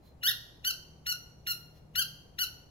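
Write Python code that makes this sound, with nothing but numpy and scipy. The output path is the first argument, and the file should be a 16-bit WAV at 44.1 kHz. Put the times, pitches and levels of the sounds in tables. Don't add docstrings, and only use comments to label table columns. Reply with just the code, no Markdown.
import sys
import numpy as np
from scipy import signal
from scipy.fft import rfft, irfft
from scipy.io import wavfile
from scipy.ndimage import uniform_filter1d, map_coordinates

SR = 44100
rng = np.random.default_rng(int(sys.argv[2]) if len(sys.argv) > 2 else 0)


def dump_mix(stems):
    frames = np.atleast_2d(stems).T
    limited = np.clip(frames, -1, 1)
    pcm = np.round(limited * 32767).astype(np.int16)
    wavfile.write(sys.argv[1], SR, pcm)


def convert_level_to_amplitude(level_db):
    exponent = np.asarray(level_db, float) / 20
    return 10 ** exponent


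N = 119070
BIN_HZ = np.arange(N // 2 + 1) * SR / N


def shape(points, hz):
    p = np.array(points)
    return np.interp(np.log(np.maximum(hz, 1)), np.log(p[:, 0]), p[:, 1])


def resonance(f, hz, width_hz):
    return 1 / (1 + (2 * (f - hz) / width_hz) ** 2)


def noise(gain):
    x = irfft(rfft(rng.standard_normal(N)) * gain(BIN_HZ), N)
    return x / x.std()


def walk(rate_hz):
    return noise(lambda f: 1 / (1 + (f / rate_hz) ** 4))


# t/s, f/Hz
REED_PITCH = [
    [(.235, 1402), (.261, 1485), (.269, 1555), (.283, 1879), (.289, 1924), (.297, 1752), (.303, 1469),
     (.313, 1414), (.321, 1350)],
    [(.649, 1412), (.664, 1478), (.678, 1534), (.686, 1548), (.698, 1460), (.71, 1372), (.722, 1290)],
    [(1.0672, 1410), (1.085, 1450), (1.1, 1475), (1.115, 1445), (1.125, 1385), (1.136, 1290)],
    [(1.472, 1407), (1.496, 1433), (1.514, 1412), (1.522, 1375), (1.535, 1290)],
    [(1.958, 1406), (1.974, 1451), (1.99, 1540), (2.0, 1605), (2.012, 1455), (2.024, 1390), (2.036, 1320)],
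    [(2.39, 1409), (2.405, 1468), (2.42, 1511), (2.43, 1455), (2.44, 1368), (2.455, 1290)],
]
REED_LEVEL_DB = [
    [-37.5, -34, -29.5, -30, -30, -32, -42, -36, -44.5],
    [-37, -37.5, -31.5, -32.5, -41, -35, -70],
    [-37.5, -38, -34.5, -36.5, -35.5, -55.5],
    [-37.5, -38.5, -35, -38.5, -54],
    [-37, -37.5, -31, -30, -39.5, -36, -51],
    [-36, -38, -33, -35.5, -36.5, -59],
]
# L-R level/dB, its slope/(dB/octave), treble tilt/(dB/octave),
# partial 1 level/dB, partial 2 level/dB
GRIP = [(2.1, -1.5, .1, 1.1, -0.8), (1.2, -1.5, -0.95, -3.3, -1.9), (0.93, 1.7, -1.27, -1.5, -3.5),
        (-3, 0.5, 0.83, 2, -2), (6.5, -1.7, 0.39, 0, -0.8), (3.5, -1.4, -0.22, -1, -1.8)]
# t re lock/s, f/Hz, level re lock/dB, overtone share/(0-1)
WHISTLE = [
    (-.024, 2800, -46, .01),
    (-.011, 2950, -27, .01),
    (-.007, 2650, -13, .02),
    (-.0055, 2400, -11, .1),
    (-.0045, 2020, 1.5, .5),
    (-.0015, 1780, 1.5, .55),
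]
WHISTLE_DB = [9, -1.5, -3, -3, -1.5, -6]
FINGERS_DB = [-2.5, 2, 2.5, -2, -1.4, 0]
BEND_DB = [3, 13, -4.5]
# f/Hz, level/dB
TUBE = [(1300, -6), (3100, 4.3), (4400, 1), (6000, -3), (8200, -20), (10000, -11.5), (11500, -0.5),
        (16000, -10.5)]
REST_HZ, BEND_TILT_DB = 1504, 1.5
LEFT_LAG_S = -.00027
JITTER, SHIMMER_DB = .001, .5
BREATH_DB = -34
PUFF_DB, PUFF_RISE_S, PUFF_FALL_S = -19, .008, .0032


def squeaks():
    out, feed = np.zeros((2, N)), np.zeros(N)
    jitter, shimmer_db = 1 + JITTER * walk(250), SHIMMER_DB * walk(220)
    air = noise(lambda f: convert_level_to_amplitude(0.35 * shape(TUBE, f)) * (f > 1100))
    k = np.arange(1, 13)[:, None]
    start_s, start_hz, start_db, start_share = np.array(WHISTLE).T
    squeezes = zip(REED_PITCH, REED_LEVEL_DB, GRIP, WHISTLE_DB, FINGERS_DB)
    for pitch, level_db, grip, whistle_db, fingers_db in squeezes:
        pan_db, pan_slope_db, tilt_db, first_db, second_db = grip
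        reed_s, reed_hz = np.array(pitch).T
        lock_s, lock_db = reed_s[0], level_db[0]
        at = np.r_[lock_s + start_s, reed_s]
        i = np.arange(int(at[0] * SR), int(at[-1] * SR))
        t = i / SR

        hz = np.interp(t, at, np.r_[start_hz, reed_hz])
        hz = uniform_filter1d(hz, size=24) * jitter[i]
        lead_db = lock_db + start_db + whistle_db * (start_share < .015)
        db = np.interp(t, at, np.r_[lead_db, level_db]) + shimmer_db[i]
        share = np.interp(t, at[:len(start_s) + 1], np.r_[start_share, 1])
        share = np.clip(share, 0, 1) ** np.minimum(k - 1, 4)

        octave = np.log2(k * hz / 4000)
        bend = np.log2(hz / REST_HZ) * (t > lock_s)
        tilt = tilt_db + BEND_TILT_DB * bend
        low_db = first_db * (k == 1) + second_db * (k == 2)
        gain = convert_level_to_amplitude(db + shape(TUBE, k * hz) + tilt * octave + low_db)
        gain[:3] *= convert_level_to_amplitude(np.outer(BEND_DB, bend))
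        gain[3:5] *= convert_level_to_amplitude(fingers_db)
        phase = k * 2 * np.pi * np.cumsum(hz) / SR + np.pi * k ** 2 / 7
        parts = gain * share * (k * hz < 17000) * np.cos(phase)

        late = t - lock_s
        puff = convert_level_to_amplitude(lock_db + PUFF_DB) * np.exp(np.where(late < 0, late / PUFF_RISE_S, -late / PUFF_FALL_S))
        breath = (convert_level_to_amplitude(db + BREATH_DB) + puff) * air[i]
        feed[i] += parts.sum(0) + breath
        for c, side in enumerate((1, -1)):
            pan = convert_level_to_amplitude(side * (pan_db + pan_slope_db * octave) / 2)
            x = np.pad((parts * pan).sum(0) + breath, 40)
            j = np.arange(len(x))
            delayed = map_coordinates(x, [j - side * LEFT_LAG_S / 2 * SR], order=5)
            out[c, j + i[0] - 40] += delayed
    return out, feed


# t/s, length/s, hiss level/dB, whistle level/dB
REFILLS = [
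    (.003, .13, -72, -72),
    (.5, .1, -95, -80),
    (0.901, 0.13, -92, -97),
    (1.33, 0.24, -88, -93),
    (1.718, 0.1, -72, -104.5),
    (2.208, .1, -87, -107),
    (2.62, .1, -95, -92),
]
REFILL_HZ, REFILL_WIDTH_HZ = 4100, 90


def refills():
    t, out = np.arange(N) / SR, np.zeros(N)
    hiss = noise(lambda f: convert_level_to_amplitude(.5 * shape(TUBE, f)) * (f > 1500))
    whistle = noise(lambda f: resonance(f, REFILL_HZ, REFILL_WIDTH_HZ))
    for start_s, length_s, hiss_db, whistle_db in REFILLS:
        flow = np.sin(np.pi * np.clip((t - start_s) / length_s, 0, 1)) ** 2
        out += flow * (convert_level_to_amplitude(hiss_db) * hiss + convert_level_to_amplitude(whistle_db) * whistle)
    return out


# left delay/ms, right delay/ms, level/dB
ECHOES = [
    (.6, .45, -5),
    (2.9, 4.1, -11),
    (6.3, 5.2, -14),
    (27.7, 31.2, -12),
]
# f/Hz, t60/s
LATE_T60 = [
    (1400, 0.66),
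    (3000, 0.62),
    (6000, 0.67),
    (12000, 0.41),
]
EARLY_DB, EARLY_T60_S, LATE_DB, GAP_S = -7, 0.23, -12, 0.015
WALL_HZ = 7300


def porch(feed):
    t, out = np.arange(SR) / SR, []
    for c in range(2):
        late = 0
        for hz, t60_s in LATE_T60:
            band = noise(lambda f: np.exp(-np.log2(np.maximum(f, 1) / hz) ** 2 / 0.73))[:SR]
            late = late + band * np.sqrt(hz) * convert_level_to_amplitude(-60 * t / t60_s)
        early = noise(lambda f: (f > 900) / np.sqrt(1 + (f / WALL_HZ) ** 2))[:SR]
        early = early * convert_level_to_amplitude(-60 * t / EARLY_T60_S)
        h = convert_level_to_amplitude(LATE_DB) * late / np.linalg.norm(late) + convert_level_to_amplitude(EARLY_DB) * early / np.linalg.norm(early)
        h *= np.clip(t / GAP_S, 0, 1) ** 2
        for *delay_ms, db in ECHOES:
            h[:2048] += convert_level_to_amplitude(db) * np.sinc(np.arange(2048) - delay_ms[c] * SR / 1000)
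        out.append(signal.fftconvolve(feed, h)[:N])
    return np.array(out)


# f/Hz, level/dB
TOWN = [(25, -7.5), (60, -2.5), (161, -9.5), (450, -15), (753, -19), (1600, -33.5), (3000, -39),
        (16000, -50)]
# f/Hz, width/Hz, level/dB
HUM = [
    (72.5, 24, -65),
    (119.9, 10, -64),
    (153.56, 3.1, -63),
    (196.7, 2.7, -73.5),
]
TOWN_DB, ALIKE_HZ = -60, 450


def town():
    mid = noise(lambda f: convert_level_to_amplitude(shape(TOWN, f)))
    side = noise(lambda f: convert_level_to_amplitude(shape(TOWN, f)))
    side_power = 0.073 + 0.77 / (1 + (ALIKE_HZ / np.maximum(BIN_HZ, 1)) ** 2)
    side = irfft(rfft(side) * np.sqrt(side_power), N)
    hum = sum(convert_level_to_amplitude(db) * noise(lambda f: resonance(f, hz, width_hz)) for hz, width_hz, db in HUM)
    sign = np.array([[1], [-1]])
    swell = convert_level_to_amplitude(TOWN_DB + 0.2 * walk(4.5))
    return swell * (mid + sign * side) * convert_level_to_amplitude(0.44 * sign) + hum * convert_level_to_amplitude(0.78 * sign)


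def scene():
    direct, feed = squeaks()
    air = refills()
    return direct + air + porch(feed + air) + town()


def band_limit(x):
    return signal.sosfilt(signal.butter(12, 16100, fs=SR, output="sos"), x)


def record(dry):
    dip = 1 - .85 * resonance(BIN_HZ, 8200, 450)
    top = np.clip((15950 - BIN_HZ) / 120, 0, 1)
    mix = irfft(rfft(dry) * dip * top, N)
    return band_limit(mix)


dry = scene()
out = record(dry)
dump_mix(out)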